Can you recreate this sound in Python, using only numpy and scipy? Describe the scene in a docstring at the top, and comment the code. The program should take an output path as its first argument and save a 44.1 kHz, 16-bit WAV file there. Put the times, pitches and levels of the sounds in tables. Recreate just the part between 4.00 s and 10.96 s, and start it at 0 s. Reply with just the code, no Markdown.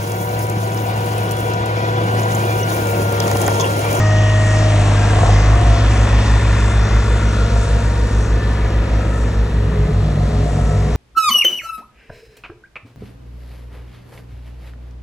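"""A diesel road roller idles beside two microphones with its drive pump whining loudly.
Its engine rate droops under load, it backs away, the front vibrating drum runs up amid knocks and
the rear drum's thump joins in; engine and drum tones beat into a throb over clatter and a noisy roar.
Late on, the rear drum meets stiff ground, panels buzz harder and passing tones sound.
Tones are summed cosines, the rest is shaped noise and short rings; another machine drones throughout."""
import sys
import numpy as np
from scipy import signal
from scipy.fft import rfft, irfft
from scipy.io import wavfile
from scipy.ndimage import uniform_filter1d

SR = 44100
rng = np.random.default_rng(int(sys.argv[2]) if len(sys.argv) > 2 else 0)


def transcribe(u):
    """Save the signal u as a 16-bit wav file named by the first command-line argument.

    u: samples, shape (n,) or (channels, n), limited to [-1, 1]; the rate is SR.
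    q: integer samples, one column per channel.
    """
    v = np.clip(np.atleast_2d(u).T, -1, 1)
    q = np.round(v * 32767).astype(np.int16)
    wavfile.write(sys.argv[1], SR, q)


N = 306936


def undb(db):
    """Turn decibels into a plain factor."""
    return 10 ** (np.asarray(db) / 20)


def joined_db(*levels_db):
    """Level in dB when the plain factors of several levels are added."""
    return 20 * np.log10(sum(undb(db) for db in levels_db))


def curves(table):
    """Columns of a table after its time column, one value a sample."""
    s, *columns = np.transpose(table)
    return [np.interp(np.arange(N) / SR, s, column) for column in columns]


def ramp(start, end):
    """Rise from 0 to 1 between two times in seconds."""
    return np.clip((np.arange(N) / SR - start) / (end - start), 0, 1)


def on_bins(points):
    """Read (Hz, value) points at every frequency bin of the spectrum."""
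    hz, value = np.transpose(points)
    bin_hz = np.arange(N // 2 + 1) * SR / N
    return np.interp(np.log(bin_hz + 1), np.log(hz + 1), value)


def walk(rate):
    """Slow random curve: values held for 1 / rate seconds and smoothed twice; spread near 1."""
    k = int(SR / rate)
    steps = np.repeat(rng.standard_normal(N // k + 1), k)
    return 1.305 * uniform_filter1d(uniform_filter1d(steps, k), k)[:N]


def tone(turns, db):
    """Cosine at an rms level in dB; one turn is one wave."""
    return np.sqrt(2) * undb(db) * np.cos(2 * np.pi * turns)


def coloured(points):
    """Noise of rms 1 with the given spectrum."""
    noise = irfft(rfft(rng.standard_normal(N)) * undb(on_bins(points)), N)
    return noise / noise.std()


def band(x, lo_hz, hi_hz):
    """Let through mainly what lies between two frequencies."""
    return signal.sosfilt(signal.butter(1, [lo_hz, hi_hz], "band", fs=SR, output="sos"), x)


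START_M, LEAVES_S, SPEED_M_S = 2.51, 0.72, 2.25  # nearest distance, start of the move, speed


def distance_loss():
    """Sound spreads out with distance: dB lost as the machine backs away."""
    away = SPEED_M_S * np.maximum(np.arange(N) / SR - LEAVES_S, 0)
    return 20 * np.log10(np.hypot(START_M, away) / START_M)


# the engine slows as the load comes on: (time [s], firing rate [Hz])
FIRING_RATE = [(0, 52.18), (.68, 52.24), (.82, 50.84), (1.3, 51.55), (1.55, 52.21), (1.9, 52.53),
               (2.4, 52.48), (3.4, 52.4), (5.4, 52.33), (5.9, 52.22), (6.96, 52.31)]
# off-centre weight that spins up, overshoots and settles: (time [s], turning rate [Hz])
FRONT_WEIGHT = [(1, 30.65), (1.1, 33.5), (1.3, 48.33), (1.4, 50.51), (1.6, 59.3), (1.72, 56.58),
                (1.9, 57.24), (3.3, 57.48), (4.3, 57.29), (5.3, 57.15), (6.96, 56.85)]
# slower weight: (time [s], turning rate [Hz])
REAR_WEIGHT = [(1.3, 51.49), (1.7, 52.16), (2, 50.17), (2.3, 51.19), (3.5, 50.86), (4.7, 50.65),
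               (5.5, 50.76), (5.7, 49.2), (6.1, 50.0), (6.3, 49.52), (6.96, 50.1)]


def running_speeds():
    """Rates of the engine firings and of the spinning weights that shake the drums."""
    return [curves(table)[0] for table in (FIRING_RATE, FRONT_WEIGHT, REAR_WEIGHT)]


# deep noise: (frequency [Hz], relative density [dB])
RUMBLE_COLOUR = [(20, 3), (35, 8), (70, 13.5), (130, 7.5), (200, 4), (300, -26.5)]
RUMBLE_DB = -27.5


def rumble():
    """Deep noise whose level wavers a little."""
    return undb(RUMBLE_DB + 0.34 * walk(5.3)) * coloured(RUMBLE_COLOUR)


DRONE_HZ = 46.1
# tones of the drone: (multiple of the drone rate [1])
FAR_MULTIPLES = (3, 4, 5, 9, 11, 20)
# their mean levels: (level [dB])
FAR_DB = (-44, -38.5, -38, -44, -47, -55.5)


def far_drone():
    """Another machine turns steadily and sounds several multiples of its rate."""
    turns = np.cumsum(DRONE_HZ * (1 + 0.002943 * walk(1.5))) / SR
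    return sum(tone(multiple * turns + rng.random(), db + 1.5 * walk(2.385))
               for multiple, db in zip(FAR_MULTIPLES, FAR_DB))


# (start [s], end [s], start pitch [Hz], end pitch [Hz], level [dB], waver [dB])
PASSING_TONES = [(5.68, 6.17, 419, 416, -35, 3), (6.25, 6.5, 418, 416, -37, 3),
                 (6.33, 6.95, 690, 730, -39, 5), (6.54, 6.84, 1292, 1300, -37.5, 2),
                 (6.66, 6.98, 505, 503, -36, 3), (6.68, 6.98, 420, 418, -36, 3)]


def passing_tones():
    """Thin gliding tones that come and go, unsteady in pitch and level."""
    t, out = np.arange(N) / SR, 0
    for start, end, hz, end_hz, db, waver_db in PASSING_TONES:
        pitch = hz + (end_hz - hz) * ramp(start, end) + 0.00588 * hz * walk(14)
        to_edge = np.minimum(t - start, end - t)
        fade = np.clip(to_edge / (0.22 * (end - start)), 0, 1)
        out = out + tone(np.cumsum(pitch) / SR, db + waver_db * walk(25)) * fade
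    return out


# (start pitch [Hz], end pitch [Hz], width [Hz], level [dB], loudest time [s], fade [s])
ROUGH_WHINES = [(1590, 1640, 120, -33, 1.03, 0.15), (2016, 2100, 140, -37, 1.4, 0.249),
                (1796, 1870, 50, -37, 1.5, 0.246), (1078, 1150, 90, -39, 1.4, .4),
                (1810, 1780, 60, -41, 2.4, 0.47), (2076, 2095, 30, -42, 2.8, .5),
                (1364, 1390, 50, -40, 3.3, 0.66), (1226, 920, 56, -42, 2.3, 0.32),
                (1836, 1700, 90, -41.5, 4.4, .5), (1822, 1700, 120, -44, 5.3, 0.39),
                (1288, 1290, 40, -42, 5.15, 0.27), (3500, 3550, 250, -44, 2.5, 1.1),
                (2490, 2480, 150, -45.5, 2.5, 1.5), (185.3, 170, 27, -28.5, 5.9, 0.37),
                (250, 270, 30, -35, 6.4, 0.17), (559, 640, 90, -36, 6.4, .5),
                (705, 720, 70, -35, 6.45, 0.567)]


def whines():
    """Rough whines out of the roar: gliding tones shaken by slow noise as wide as their band."""
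    t, out = np.arange(N) / SR, 0
    for hz, end_hz, width_hz, db, s, fade in ROUGH_WHINES:
        turns = np.cumsum(hz + (end_hz - hz) * ramp(s - fade, s + fade)) / SR
        shaken = walk(width_hz) * np.cos(2 * np.pi * turns) + walk(width_hz) * np.sin(2 * np.pi * turns)
        out = out + shaken * undb(db - 9 * ((t - s) / fade) ** 2)
    return out


# how much of the clatter returns each engine cycle: (frequency [Hz], share [0 to 1])
RECURRING_SHARE = [(250, .5), (400, .8), (570, .75), (620, .25), (800, .4), (900, .75), (1500, .75),
                   (1900, .4), (5000, .4)]


def cycle_noise(firing):
    """Spectrum of noise that partly recurs every three firings; the recurring pattern slowly changes."""
    size = 2530  # samples in the pattern
    place = (firing / 3 % 1 * size).astype(int)
    drift = np.pi * .7 * np.arange(N) / SR
    pattern = rng.standard_normal((2, size))[:, place]
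    recurring = np.cos(drift) * pattern[0] + np.sin(drift) * pattern[1]
    share = on_bins(RECURRING_SHARE)
    return np.sqrt(share) * rfft(recurring) + np.sqrt(1 - share) * rfft(rng.standard_normal(N))


ROAR_DB, ROAR_LOSS = -27, 0.65  # before distance, at 1.5 kHz; share of the distance loss
LOW_LOSS, HISS_LOSS = -0.39, 0.23  # extra shares of the loss at 500 Hz and 4 kHz
WIND_UP_S, WIND_UP_DB = (0, 1.78), -4  # the roar grows as the machine sets off
# top treble over the roar: (time [s], level [dB])
TOP_TREBLE = [(0, 5), (1.6, 2.5), (4.1, 2.5), (4.8, -8), (5.2, 0), (5.65, -19), (6.1, -3.5), (6.96, 6)]


def roar_levels(loss_db):
    """Whole roar, then extra changes of its low, hiss and top parts, as they fade unequally."""
    whole = ROAR_DB + WIND_UP_DB * (1 - ramp(*WIND_UP_S)) - ROAR_LOSS * loss_db
    return whole, -LOW_LOSS * loss_db, -HISS_LOSS * loss_db, curves(TOP_TREBLE)[0]


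# roar of the engine bay at the side: (frequency [Hz], relative density [dB])
BAY_COLOUR = [(150, -28.5), (250, 0.5), (400, -5), (520, -16), (750, 2), (1000, -11.5), (1850, -11),
              (3100, -14.5), (3600, -25.5), (5000, -26), (5900, -27), (7800, -19), (8800, -38),
              (11500, -65)]
# roar of the grille in front: (frequency [Hz], relative density [dB])
GRILLE_COLOUR = [(150, -18), (250, -1.5), (370, -5), (520, -3.5), (870, -14.5), (1100, -10.5), (1850, -10),
                 (2500, -15.5), (3100, -19), (3600, -20.5), (5000, -24.5), (5900, -22.5), (7800, -28.5),
                 (8800, -29.5), (11500, -53)]
TURN_S = (1, 3.2)  # the machine swings from side-on to face-on
CLATTER_LAG = .13  # turns by which the clatter slips from one octave to the next
SLOW_SWELL_DB = (1.2, .4)  # slow swell below 1.5 kHz and in the treble


def roar(firing, db, low_db, hiss_db, top_db):
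    """Fan and rolling noise in bands that swell apart; clatter pulses with each firing."""
    noise = cycle_noise(firing)
    octaves = np.log2(np.arange(len(noise)) * SR / N + 1)
    side, front = undb(on_bins(BAY_COLOUR)), undb(on_bins(GRILLE_COLOUR))
    facing = ramp(*TURN_S)
    # one cylinder of three knocks harder
    harder = undb(2.5 * np.cos(2 * np.pi * firing / 3))
    out = 0
    for octave in np.arange(7.5, 14, .5):
        share = np.clip(1 - 2 * abs(octaves - octave), 0, 1)
        swing_db = 20 * np.log10(np.sum(share * side) / np.sum(share * front))
        # how far this band counts as low, hiss or top; 1.5 kHz is the neutral middle
        low, hiss, top = (np.interp(octave, np.log2([500, 1500, 4000, 8000]), np.eye(4)[k])
                          for k in (0, 2, 3))
        level_db = (1 - facing) * swing_db + low * low_db + hiss * hiss_db + top * top_db
        level_db += np.interp(hiss + top, (0, 1), SLOW_SWELL_DB) * walk(1.52)
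        level_db += (1.58 + 1.8 * top) * walk(9)
        beat = harder * np.exp(-((firing + CLATTER_LAG * octave) % 1) / 0.38)
        clatter = 1 + (.35 - 0.13 * low - 0.05 * hiss + 0.11 * top) * beat
        out = out + irfft(noise * share * front, N) * undb(level_db) * clatter
    return out * undb(db + 20.0)


# panels that buzz as they are shaken: at rest, per Hz of engine droop, share of the distance loss
BUZZ_DB, BUZZ_DB_PER_HZ, BUZZ_LOSS = -28, 8.5, 0.49
FRAME_HZ = 42.8  # the frame shakes most at this drum rate
BUZZ_FRAME_DB, BUZZ_WIDTH_HZ = -4.5, 2.53
BUZZ_STIFF_DB, BUZZ_STIFF_S = -23.5, (5.6, 6.08)  # they join in a little after the ground stiffens


def buzz_level(droop, front_hz, loss_db):
    """Panels are shaken by the labouring engine, the frame resonance and the stiff ground."""
    labouring = BUZZ_DB + BUZZ_DB_PER_HZ * droop - BUZZ_LOSS * loss_db
    resonance = BUZZ_FRAME_DB - ((front_hz - FRAME_HZ) / BUZZ_WIDTH_HZ) ** 2
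    stiff = BUZZ_STIFF_DB - 30 * (1 - ramp(*BUZZ_STIFF_S))
    return joined_db(labouring, resonance, stiff)


# resonances of the sheets: (frequency [Hz], width [Hz], relative level [dB])
SHEETS = [(179, 85, 2), (433, 90, -2.5), (564, 130, -1.5), (711, 52, 3.5), (805, 230, -7.5),
          (1070, 280, -8.5)]


def panels(shake, buzz_db):
    """Loose sheet metal rung by a burst of noise at each drum blow."""
    burst = 0.25 + np.exp(-(shake % 1) / 0.29)
    blows = rng.standard_normal(N) * burst * undb(buzz_db + 1.7 * walk(13))
    blows = signal.sosfilt(signal.butter(2, 1300, fs=SR, output="sos"), blows)
    return sum(undb(db) * band(blows, hz - width / 2, hz + width / 2) for hz, width, db in SHEETS)


# single blows: (time [s], relative level [dB])
FRAME_KNOCKS = [(1.059, -20), (1.116, -19), (1.135, -21), (1.184, -17), (1.232, -9), (1.27, -16),
                (1.292, -11), (1.33, -14), (1.388, -18), (3.564, -19)]
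# ringing of the frame: (frequency [Hz], relative level [dB])
FRAME_RING = [(725, 4.5), (966, -16), (518, -0.5)]
KNOCK_RISE_S, KNOCK_DECAY_S = 0.00062, .004


def knocks():
    """Single blows on the frame: a short ring of a few cycles, its pitch a little different each time."""
    out, t = np.zeros(N), np.arange(2000) / SR
    for s, db in FRAME_KNOCKS:
        i = int(s * SR)
        ring = sum(undb(mode_db) * np.sin(2 * np.pi * hz * (1 + 0.037 * rng.standard_normal()) * t)
                   for hz, mode_db in FRAME_RING)
        shape = np.exp(-t / KNOCK_DECAY_S) * (1 - np.exp(-t / KNOCK_RISE_S))
        out[i:i + len(t)] += undb(db) * ring * shape
    return out


# parts struck once in three firings:
# (pitch [Hz], moment [share of cycle], level over the roar [dB], loudest time [s], fade [s])
STRUCK_PARTS = [(470, .23, -1, 3.2, 3), (540, .45, -3, 3, 2.5), (950, .84, -3, 3.2, 2),
                (1088, .42, 1, 2.7, 2), (1420, .02, -2, 3.4, 1.3), (1790, .7, -5, 2.4, .8),
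                (2550, .24, -11, 3, 2.5), (2300, .7, -11, 2.8, 1.5), (3500, .5, -14, 2.5, 1.5),
                (1450, .02, -6, .3, 1), (1200, .32, -5, .3, 1), (1050, .68, -5, .3, 1),
                (700, .3, 2, .85, .2), (710, .6, 3, 6.6, .5)]
STRUCK_RISE_S = .0045


def struck_parts(firing, firing_hz, roar_db):
    """Engine parts ring briefly every engine cycle, each blow a little different."""
    t, out = np.arange(N) / SR, 0
    for hz, share, db, s, fade in STRUCK_PARTS:
        cycle = firing / 3 - share
        since = cycle % 1 * 3 / firing_hz  # seconds since the blow
        blow_db = 2.2 * rng.standard_normal(N // 1000)[np.floor(cycle).astype(int)]
        ring = since / STRUCK_RISE_S * np.exp(1 - since / STRUCK_RISE_S)
        out = out + ring * tone(hz * since, db + roar_db + blow_db - 9 * ((t - s) / fade) ** 2)
    return out


STROKES = 12  # piston strokes: per engine firing in the pump, per turn of the front weight in the motor
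# pump stroke tone, octave and twelfth, loud at standstill:
# (level [dB], fade start [s], fade end [s], level after [dB])
DRIVE_PUMP = [(-25.5, 0.7, 1.3, -46.5), (-32.5, 0.011, 0.45, -52.5), (-29, 0.55, 1.06, -55.5)]


def drive_pump(firing):
    """The drive pump whines at twelve strokes a firing and at multiples of that."""
    whine = 0
    for k, (db, start, end, after) in enumerate(DRIVE_PUMP):
        level_db = db + (after - db) * ramp(start, end) + 0.73 * walk(22)
        whine = whine + tone(STROKES * (k + 1) * firing, level_db)
    # the crank surges at each firing, which puts side tones round the whine
    return whine * (1 + 0.36 * np.cos(2 * np.pi * firing))


SECOND_DB, SECOND_LOSS = -13, 0.84  # before distance; share of the distance loss
THIRD_DB, THIRD_DB_PER_HZ = -35, 3.5  # the third tone grows with the droop
# lowest engine tone: (time [s], level [dB])
FIRST_LEVEL = [(0, -27), (.82, -20), (1.3, -20), (1.55, -21), (1.9, -27), (2.9, -26.5), (3.4, -31),
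               (4.9, -29), (6.96, -29)]


def engine_levels(droop, loss_db):
    """Levels of the three low engine tones, from load and distance."""
    second = SECOND_DB - SECOND_LOSS * loss_db
    return curves(FIRST_LEVEL)[0], second, THIRD_DB + THIRD_DB_PER_HZ * droop


START_TURNS, ROCK_LAG = -.074, 0.17  # firing turns at the start; turns by which the first tone trails
VIEW_S, UPPER_WAVER_DB = (.7, 2.1, 3.498, 6), 2.5  # times of the four views below
# upper tones as the machine shows different sides:
# (multiple of firing rate [1], side-on [dB], turning [dB], face-on [dB], far [dB])
UPPER_TONES = [(4, -33, -31.5, -33, -37), (13 / 3, -50.5, -47, -42.5, -39.5), (5, -36.5, -44.5, -46.5, -41),
               (6, -32, -43, -42.5, -51), (19 / 3, -43, -44, -46.5, -47), (7.5, -57, -39.5, -51, -57),
               (8, -50, -39, -39, -41), (9, -46.5, -46, -46, -48.5), (11, -53.5, -41, -45.5, -46),
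               (32 / 3, -45, -45.5, -48.5, -55), (13, -42.5, -43, -62, -59.5), (14, -37, -48, -65, -58),
               (14, -44, -47, -58, -60), (16, -52, -39, -50, -52.5), (18, -41, -44.5, -40.5, -53),
               (62 / 3, -51, -39.5, -54.5, -61), (23, -60, -47.5, -47.5, -58.5),
               (27.5, -53, -52, -43.5, -65), (33.5, -51, -48.5, -48, -57), (34, -45.5, -58, -57, -56),
               (110 / 3, -45, -62, -55, -53.5), (36.5, -67, -36.5, -58, -56)]


def engine(firing, first_db, second_db, third_db):
    """Exhaust tones; each upper one swells while the part that radiates it faces the listener."""
    t = np.arange(N) / SR
    low = tone(firing - ROCK_LAG, first_db) + tone(2 * firing, second_db) - tone(3 * firing, third_db)
    upper = sum(tone(k * firing + rng.random(), np.interp(t, VIEW_S, db) + UPPER_WAVER_DB * walk(8))
                for k, *db in UPPER_TONES)
    return low + upper


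MOTOR_STARTS_S = (1.3, 1.5)
MOTOR_DB, MOTOR_OCTAVE_DB, MOTOR_LOSS = -39, -43, .75  # before strain and distance; loss share
MOTOR_WAVER = .06  # turns by which the tone wanders
# the motor sings out: (time [s], half length [s], added stroke tone [dB], added octave [dB])
STRAINS = [(1.47, .06, 4, 8), (1.69, .17, 13, 1), (1.78, .09, 0, 6), (3.5, .4, 8, 1)]


def drum_motor(front, loss_db):
    """The hydraulic motor of the front drum sings at its piston strokes, more when strained."""
    t = np.arange(N) / SR
    running = -25 * (1 - ramp(*MOTOR_STARTS_S)) - MOTOR_LOSS * loss_db
    strain = sum(np.outer(db, np.exp(-((t - s) / half) ** 4)) for s, half, *db in STRAINS)
    levels_db = MOTOR_DB + running + strain[0], MOTOR_OCTAVE_DB + running + strain[1]
    return sum(tone((k + 1) * (STROKES * front + MOTOR_WAVER * walk(30)), db + 3.0 * walk(14))
               for k, db in enumerate(levels_db))


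FRONT_DB, FRONT_LOSS = -13, 0.36  # before distance; share of the distance loss
LIFT_HZ, LIFT_DB_PER_HZ = 50.6, 1.5  # the thump is full above this speed, weaker below it
FRONT_OCTAVE_DB, OCTAVE_LOSS = -26.5, 0.87
BOUNCE_S, BOUNCE_DB, BOUNCE_FADE_S = 1.3, 5.5, 0.84  # the drum bounces hard at first
# octave while passing the frame resonance
FRAME_OCTAVE_DB, FRAME_OCTAVE_WIDTH_HZ = -18.5, 2


def front_levels(hz, loss_db):
    """Thump and octave of the front drum: slow turning thumps weakly, bouncing adds the octave."""
    since = np.arange(N) / SR - BOUNCE_S
    thump = FRONT_DB - LIFT_DB_PER_HZ * np.maximum(LIFT_HZ - hz, 0) - FRONT_LOSS * loss_db
    extra_db = BOUNCE_DB * np.exp(-np.maximum(since, 0) / BOUNCE_FADE_S)
    bounce = FRONT_OCTAVE_DB + extra_db - OCTAVE_LOSS * loss_db
    bounce -= 400 * np.maximum(-since, 0)  # rises steeply until the bounce begins
    resonance = FRAME_OCTAVE_DB - ((hz - FRAME_HZ) / FRAME_OCTAVE_WIDTH_HZ) ** 2
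    return thump, joined_db(bounce, resonance)


FRAME_WIDTH_HZ = 6.2


def front_drum(front_hz, front, thump_db, octave_db):
    """A spinning weight thumps the front drum on the ground once a turn."""
    thump = tone(front, thump_db) - tone(2 * front, octave_db)
    # the frame shudders while the weight runs up through its resonance
    shudder_db = -28 - 12 * np.minimum(abs(front_hz - FRAME_HZ) / FRAME_WIDTH_HZ, 3) ** 2
    return thump + tone(3 * front, shudder_db) + tone(4 * front, shudder_db + 0.5)


REAR_STARTS_S, REAR_QUIET_DB, REAR_LOSS = (1.5, 1.6), -46, 0.35  # added before the start; loss share
SOFT_GROUND_DB = (-19, -45.5, -49)  # tone, octave, twelfth
STIFF_GROUND_DB = (-22.5, -23.5)  # tone, octave
# the twelfth wavers on stiff ground: (time [s], level [dB])
STIFF_TWELFTH_LEVEL = [(5.5, -47), (5.516, -27), (5.58, -22), (5.608, -28), (5.922, -21), (5.978, -49),
                       (5.988, -25), (6.02, -22), (6.248, -19.5), (6.288, -27), (6.45, -20), (6.492, -27),
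                       (6.532, -22), (6.96, -23.5)]


def rear_levels(stiff, loss_db):
    """Tone, octave and twelfth of the rear drum: stiff ground hardens its blows."""
    hard_db = (*STIFF_GROUND_DB, *curves(STIFF_TWELFTH_LEVEL))
    first, *upper = (soft + stiff * (hard - soft) for soft, hard in zip(SOFT_GROUND_DB, hard_db))
    return [first + REAR_QUIET_DB * (1 - ramp(*REAR_STARTS_S)) - REAR_LOSS * loss_db, *upper]


def rear_drum(rear, first_db, octave_db, twelfth_db):
    """A slower weight thumps the rear drum once a turn; harder blows hold more upper tones."""
    thump = tone(rear, first_db) + tone(2 * rear, octave_db + 2.3 * walk(13))
    thump -= tone(3 * rear + .035 * walk(9), twelfth_db + .6 * walk(9))
    return thump + sum(tone(k * rear, twelfth_db - 3.7 * k + 1.3 * walk(19)) for k in range(4, 7))


# no lead and no tilt in the bass: (frequency [Hz], lead or tilt [rad or dB])
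EQUAL_BASS = [(20, 0), (240, 0)]
# (frequency [Hz], phase by which left leads [rad])
LEFT_LEAD = [(330, .5), (780, .9), (1210, .2), (2330, .1), (2600, .6), (2950, 2.0), (3450, 5.6),
             (4050, 5.8), (4650, 3.8), (5000, 3.3), (5400, 6.3), (6720, 6.1), (8440, 4.0), (8960, 3.3),
             (11200, 3.1)]
# (frequency [Hz], left minus right [dB])
LEFT_TILT = [(340, 0), (610, 3), (1090, 6.5), (1940, 1), (3460, 5), (6170, -0.5), (11000, 1)]
# unrelated sound: (frequency [Hz], gain [dB])
SCATTER_GAIN = [(220, -40), (300, -12), (1000, -8), (2300, -5), (3100, 2.5), (4000, 2), (4900, 2),
                (6000, -4), (9000, -5)]


def two_ports(direct, scattered):
    """Two microphone ports hear the machine with their own lead and tilt."""
    port = np.exp(.5j * on_bins(EQUAL_BASS + LEFT_LEAD)) * undb(on_bins(EQUAL_BASS + LEFT_TILT) / 2)
    # scattered sound reaches them a quarter turn apart and fills the dips between them
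    near, wide = rfft(direct), rfft(scattered) * undb(on_bins(SCATTER_GAIN))
    return np.array([irfft(near * port + wide, N), irfft(near / port + 1j * wide, N)])


IDLE_HZ = 52.78  # firing rate from which the droop counts
STIFF_S = (5.38, 5.65)  # the rear drum rolls on to stiff ground


def scene():
    """Run engine and drums from their speeds, add every layer and hear it at two ports."""
    firing_hz, front_hz, rear_hz = running_speeds()
    firing, front, rear = (np.cumsum(hz) / SR for hz in (firing_hz, front_hz, rear_hz))
    firing += START_TURNS
    loss_db, stiff, droop = distance_loss(), ramp(*STIFF_S), np.maximum(IDLE_HZ - firing_hz, 0)
    rear_db, roar_db = rear_levels(stiff, loss_db), roar_levels(loss_db)
    buzz_db = buzz_level(droop, front_hz, loss_db)
    # the rear drum shakes the panels once it is loud enough, the front one before
    shake = np.where(rear_db[0] > -35, rear, front)
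    direct = rumble() + far_drone() + passing_tones() + whines()
    direct += roar(firing, *roar_db) + panels(shake, buzz_db)
    direct += knocks() + struck_parts(firing, firing_hz, roar_db[0])
    direct += drive_pump(firing) + engine(firing, *engine_levels(droop, loss_db))
    direct += drum_motor(front, loss_db) + rear_drum(rear, *rear_db)
    direct += front_drum(front_hz, front, *front_levels(front_hz, loss_db))
    # roar and panels again, from fresh noise
    scattered = roar(firing, *roar_db) + panels(shake, buzz_db)
    return two_ports(direct, scattered)


TOP_HZ = 11600


def record(dry):
    """The microphones round the loudest peaks and cut the top."""
    rounded = np.tanh(0.77 * dry) / 0.73
    return signal.sosfilt(signal.ellip(8, .2, 70, TOP_HZ, fs=SR, output="sos"), rounded)


dry = scene()
out = record(dry)
transcribe(out)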